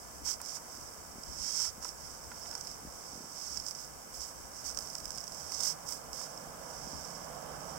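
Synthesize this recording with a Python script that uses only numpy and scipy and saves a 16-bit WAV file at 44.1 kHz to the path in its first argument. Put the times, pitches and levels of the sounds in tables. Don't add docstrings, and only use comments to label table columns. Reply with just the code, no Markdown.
import sys
import numpy as np
from scipy import signal
from scipy.fft import rfft, irfft
from scipy.io import wavfile
from scipy.ndimage import uniform_filter1d

SR = 44100
rng = np.random.default_rng(int(sys.argv[2]) if len(sys.argv) > 2 else 0)


def wav_record(signal):
    frames = np.transpose(np.atleast_2d(signal))
    bounded = np.clip(frames, -1, 1)
    quanta = np.round(bounded * 32767).astype(np.int16)
    wavfile.write(sys.argv[1], SR, quanta)


N = 343098
TIME = np.arange(N) / SR


def undb(db):
    return 10 ** (np.asarray(db) / 20)


def unit(x):
    return x / np.sqrt(np.mean(x ** 2))


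def colour(x, spectrum, size=4096):
    hz, db = np.transpose(spectrum)
    grid_hz = np.maximum(np.fft.rfftfreq(size, 1 / SR), 1)
    gain = undb(np.interp(np.log(grid_hz), np.log(hz), db))
    cepstrum = irfft(np.log(gain))
    cepstrum[1:size // 2] *= 2
    cepstrum[size // 2 + 1:] = 0
    impulse = irfft(np.exp(rfft(cepstrum)))
    return signal.oaconvolve(x, impulse)[:len(x)]


def noise(spectrum):
    return colour(rng.standard_normal(N), spectrum) * np.sqrt(SR / 2)


def drift(per_s):
    hold = max(int(SR / per_s), 1)
    steps = np.repeat(rng.standard_normal(N // hold + 1), hold)
    return unit(uniform_filter1d(steps, hold)[:N])


def grains(per_s, spread_db):
    chance = np.clip(per_s / SR, 1e-4, 1)
    size = undb(spread_db * np.clip(rng.standard_normal(N), -2, 2)) * rng.choice([-1, 1], N)
    return unit((rng.random(N) < chance) * size / np.sqrt(chance))


def strike(spectrum, tail_s, tail, window_s, size=2048):
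    blow = tail * rng.standard_normal(size) * np.exp(-np.arange(size) / SR / tail_s)
    blow[0] += 1
    ring = colour(blow, spectrum)
    power = uniform_filter1d(ring ** 2, max(int(window_s * SR), 1), mode="constant")
    return ring / np.sqrt(power.max())


def add(track, t, sound):
    i = int(np.clip(t * SR, 0, N - 1))
    track[i:i + len(sound)] += sound[:N - i]


def distant_bed(spectrum, left_db, crossover_hz):
    bass = signal.sosfilt(signal.butter(1, crossover_hz, fs=SR, output="sos"), noise(spectrum))
    highpass = signal.butter(1, crossover_hz, "high", fs=SR, output="sos")
    left, right = (signal.sosfilt(highpass, noise(spectrum)) for _ in range(2))
    return np.array([undb(left_db / 2) * bass + undb(left_db) * left, bass + right])


# f/Hz, level/dB per Hz
TOWN_SPECTRUM = [(20, -108), (70, -89.5), (220, -85), (390, -86.5), (520, -82.5), (610, -83.5),
                 (720, -81.5), (880, -84.5), (990, -82), (1200, -84.5), (1600, -88), (2200, -95.5),
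                 (2700, -106), (5000, -118)]

def town():
    return distant_bed(TOWN_SPECTRUM, left_db=-2, crossover_hz=206) * undb(0.7 * drift(2.82))


# f/Hz, level/dB per Hz
BREEZE_SPECTRUM = [(15, -87), (35, -78), (65, -68.5), (110, -82.5), (200, -84), (350, -87.5), (600, -108),
                   (2000, -140)]
# t/s, level/dB relative to the steady breeze
PUFFS = [(.24, 6), (.84, 4), (1.3, 1), (1.41, 6), (2.06, 2), (2.88, 8), (3.59, 5), (4.18, 7), (4.87, 4),
         (6.96, 13)]

def breeze(trim_db=-3.5, right_db=-16, flutter_db=2.6, puff_s=0.027):
    puff_power = sum(undb(db) ** 2 * np.exp(-((TIME - t) / puff_s) ** 2) for t, db in PUFFS)
    envelope = np.sqrt(1 + puff_power) * undb(trim_db + flutter_db * drift(11))
    return envelope * np.array([noise(BREEZE_SPECTRUM), undb(right_db) * noise(BREEZE_SPECTRUM)])


# start t/s, attack/s, release/s, level/dB, share of fine sand/dB
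PUSHES = [(0.235, 0.055, 0.076, -29, -12.5), (.39, 0.13, 0.067, -39, -12), (.535, 0.019, 0.046, -37, -9.5),
          (.6, 0.17, .32, -47.5, -9), (1.2, 0.17, .1, -42.5, -19), (1.35, 0.13, 0.11, -32.5, -18),
          (1.49, 0.13, 0.1, -28, -15.5), (1.81, 0.04, .1, -39.5, -12), (1.93, 0.13, 0.24, -46.5, -20),
          (2.25, .26, 0.18, -43.5, -14), (2.58, .11, .12, -44, -16), (2.8, 0.3, 0.29, -46.5, -23),
          (3.22, 0.29, 0.19, -38.5, -14), (3.64, .04, 0.059, -39, -9), (3.71, 0.088, 0.11, -42.5, -12),
          (4.12, 0.033, 0.068, -42, -6), (4.19, 0.026, .06, -35, -14), (4.25, .035, .04, -43.5, -7),
          (4.32, 0.087, .1, -50.5, -20), (4.5, .09, 0.079, -44, -14), (4.63, 0.038, 0.089, -34.5, -11.5),
          (4.73, 0.066, 0.35, -43, -9), (4.98, .2, .14, -43.5, -13), (5.24, 0.19, 0.19, -42, -11.5),
          (5.48, 0.09, .1, -35, -14), (5.585, 0.082, 0.084, -28, -11), (5.855, 0.044, 0.11, -38, -5.5),
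          (6.12, 0.026, .08, -42, -9), (6.14, 0.082, 0.064, -37, -12), (6.22, .05, 0.28, -50, -14),
          (6.55, 0.39, 0.52, -43.5, -19), (7.35, 0.46, 0.36, -48, -24)]

def sole_slide(creep_db=-51.5, creep_sand_db=-27, attack_curve=1.08, release_curve=1.23):
    power = np.full(N, undb(creep_db) ** 2)
    sand_power = power * undb(creep_sand_db) ** 2
    for start, attack_s, release_s, db, sand_db in PUSHES:
        swell = np.clip((TIME - start) / attack_s, 0, 1) ** attack_curve
        ease = np.clip((start + attack_s + release_s - TIME) / release_s, 0, 1) ** release_curve
        push = undb(db) * np.sin(np.pi / 2 * swell * ease)
        power += push ** 2
        sand_power += (push * undb(sand_db)) ** 2
    return 10 * np.log10(power), 10 * np.log10(sand_power / power)


# f/Hz, level/dB
GRIT_RIGHT_EQ = [(300, -45), (1000, -28), (2100, -19), (2700, -27), (3200, -17.5), (4000, -22), (4400, -11),
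                 (4800, -2), (5300, 4.5), (6100, -1), (7000, -7.5), (8000, -6.5), (9500, -23.5),
                 (15500, -36)]
GRIT_LEFT_EQ = [(300, -26.5), (1500, -47), (4000, -62), (5200, -54), (6400, -27), (7600, -26), (9500, -34),
                (15500, -56)]
# f/Hz, level/dB
SAND_EQ = [(2000, -20), (4000, -18), (6200, -1), (8000, 6.5), (9800, -3), (12000, -4), (15500, -5)]

def sole_scrape(judder_db=1.0, steadying=0.41, crowding=0.6, sand_boost_db=2, rub_db=-23):
    slide_db, sand_share_db = sole_slide()
    speed = undb(slide_db - np.median(slide_db))
    envelope = undb(slide_db + judder_db * drift(260) / np.maximum(speed, 1) ** steadying)
    density = speed ** crowding
    grit = envelope * grains(per_s=5500 * density, spread_db=4)
    grit /= np.std(colour(rng.standard_normal(N), GRIT_RIGHT_EQ))
    sizzle = unit(colour(grains(per_s=2500 * density, spread_db=5), SAND_EQ))
    sand = envelope * undb(sand_share_db + sand_boost_db) * sizzle
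    rub = undb(slide_db + rub_db) * unit(colour(grains(per_s=600, spread_db=2.5), TREAD_EQ))
    return np.array([colour(grit, GRIT_LEFT_EQ), colour(grit, GRIT_RIGHT_EQ) + sand + rub])


# f/Hz, level/dB
RUBBER_EQ = [(30, -16), (90, -17), (200, 1.5), (290, -3), (420, -11.5), (700, -16), (2000, -59)]
# t/s, level/dB before trim
FLEXES = [(.219, -46.5), (.783, -47.5), (1.157, -45), (1.183, -42), (1.78, -44.5), (2.831, -45),
          (2.850, -39.5), (2.872, -43), (3.133, -46), (3.156, -44), (3.176, -44), (3.206, -42),
          (3.242, -45), (6.872, -40.5), (6.932, -40)]

def rubber_thumps(trim_db=-2):
    track = np.zeros(N)
    for t, db in FLEXES:
        add(track, t, undb(db + trim_db) * strike(RUBBER_EQ, tail_s=0.0021, tail=0.015, window_s=0.0025))
    return np.array([track, track])


# f/Hz, level/dB
TREAD_EQ = [(300, -29), (780, -9), (970, 1.5), (1170, -6), (1430, -0.5), (1750, -10.5), (2150, -13),
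            (3200, -21), (5000, -23), (9000, -47)]
# t/s, level/dB before trim
STONE_SLIPS = [(.264, -39.5), (.403, -40), (0.415, -41.5), (.569, -42), (1.652, -42), (1.673, -42),
               (1.824, -41), (1.836, -40.5), (1.850, -35), (2.316, -36), (2.459, -43.5), (2.527, -42.5),
               (2.552, -40), (4.701, -43.5), (4.954, -45), (6.214, -39), (6.264, -48)]

def tread_knocks(trim_db=-1, left_db=-12):
    track = np.zeros(N)
    for t, db in STONE_SLIPS:
        add(track, t, undb(db + trim_db) * strike(TREAD_EQ, tail_s=0.004, tail=0.27, window_s=0.00097))
    return np.array([undb(left_db) * track, track])


# f/Hz, level/dB
RING_EQ = [(300, -54), (1100, -14), (2200, -26), (3800, -23.5), (4400, -15.5), (4900, 1), (5400, 5.5),
           (6100, -4.5), (7000, -8.5), (8100, -8.5), (10000, -22.5), (15500, -36)]
# t/s, level/dB, brightness/dB
BIG_SNAPS = [(0.4163, -36, 4.5), (0.4498, -35, -24), (0.46, -29, -23), (1.2349, -34.5, -23),
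             (1.3324, -34, -22), (1.6518, -27, -23), (1.6725, -31, -25), (1.826, -36, -9),
             (1.8465, -26.5, -25), (1.8901, -31.5, -20), (2.5124, -30.5, -14), (2.5522, -27, -25),
             (2.61, -30, -24), (2.6715, -31, -23), (3.5731, -24, -24), (3.5995, -32, -21),
             (3.6649, -26.5, -20), (3.684, -28, -18), (3.71, -26.5, -12), (3.7505, -32, -18),
             (4.7737, -23, -20), (4.7885, -23.5, -13), (4.9524, -26.5, -13), (5.0555, -27.5, -10),
             (5.1057, -28, -25), (5.1827, -28, -24), (5.2115, -33, -17), (5.2785, -30, -24),
             (5.5485, -27.5, -24), (5.6035, -27, -21), (5.6345, -22.5, -18), (5.6726, -23, -21),
             (5.889, -30, -20), (5.923, -28, -13), (6.1314, -29.5, -10), (6.376, -34.5, -25)]

def grit_snaps(crack_boost_db=2, left_db=-25):
    track = np.zeros(N)
    for t, db, bright_db in list(BIG_SNAPS) + crunch_cues():
        ring = strike(RING_EQ, tail_s=0.0021, tail=0.17, window_s=0.0013)
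        crack = strike(SAND_EQ, tail_s=0.002, tail=0.087, window_s=0.0014)
        add(track, t, undb(db) * (ring + undb(bright_db + crack_boost_db) * crack))
    return np.array([undb(left_db) * track, track])


# start t/s, end t/s, typical level/dB
CRUNCH_SPELLS = [(1.423, 1.68, -35), (2.483, 2.72, -37.5), (3.541, 3.72, -37), (4.74, 5.351, -35.5),
                 (5.522, 5.72, -30.5)]

def crunch_cues(per_s=30, spread_db=2.5, bright_db=-10):
    cues = []
    for start, end, db in CRUNCH_SPELLS:
        for t in np.arange(start, end, 1 / per_s):
            jitter, size = rng.standard_normal(2)
            cues.append((t + 0.3 * jitter / per_s, db + spread_db * size, bright_db))
    return cues


# f/Hz, level/dB per Hz
TYRE_SPECTRUM = [(30, -106), (70, -85), (100, -83.5), (170, -72), (260, -78.5), (380, -83), (510, -70.5),
                 (600, -72), (690, -69.5), (900, -74), (1000, -73), (1700, -82), (2600, -96), (3100, -91.5),
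                 (4500, -106)]
# t/s, level/dB
APPROACH_FADE = [(0, -28), (2.5, -13), (4, -15), (5, -9.5), (5.8, -6.5), (6.5, -4), (7.1, -2.5), (7.5, 0),
                 (7.78, 1.5)]

def vehicle(hum_hz=145, hum_db=-61, exhaust_hz=169, exhaust_db=-64, drone_follow=0.96):
    near_db = np.interp(TIME, *np.transpose(APPROACH_FADE))
    tyres = distant_bed(TYRE_SPECTRUM, left_db=-16, crossover_hz=284) * undb(near_db + 0.5 * drift(9))
    drone = np.zeros(N)
    for hz, db, waver in ((hum_hz, hum_db, 0.008), (exhaust_hz, exhaust_db, 0.03)):
        phase = 2 * np.pi * np.cumsum(hz * (1 + waver * drift(9))) / SR
        envelope = undb(db + drone_follow * near_db + 0.97 * drift(11))
        drone += np.sqrt(2) * np.sin(phase) * envelope
    return tyres + np.array([0.8 * drone, 1.1 * drone])


def scene():
    bed = town() + breeze()
    boot = sole_scrape() + rubber_thumps() + tread_knocks() + grit_snaps()
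    return bed + boot + vehicle()


# f/Hz, level/dB per Hz
HISS_SPECTRUM = [(100, -104), (2200, -99), (2700, -103), (3100, -100), (4100, -107), (4600, -98),
                 (5200, -93.5), (6400, -92), (7200, -91.5), (8000, -88), (9000, -95), (11000, -97),
                 (15500, -98.5)]
# f/Hz, nominal width/Hz, level/dB
NOTCHES = [(1864, 102, -12.5), (3394, 76, -23), (3980, 90, -14), (4220, 61, -10.5), (4837, 103, -27)]

def record(dry, top_hz=15900):
    wet = dry + np.array([noise(HISS_SPECTRUM), noise(HISS_SPECTRUM)])
    for hz, width_hz, db in NOTCHES:
        q = hz / (width_hz * undb(-db / 4))
        band = signal.lfilter(*signal.iirpeak(hz, q, fs=SR), wet)
        wet += (undb(db) - 1) * band
    return signal.sosfilt(signal.ellip(10, 0.2, 70, top_hz, fs=SR, output="sos"), wet)


dry = scene()
out = record(dry)
wav_record(out)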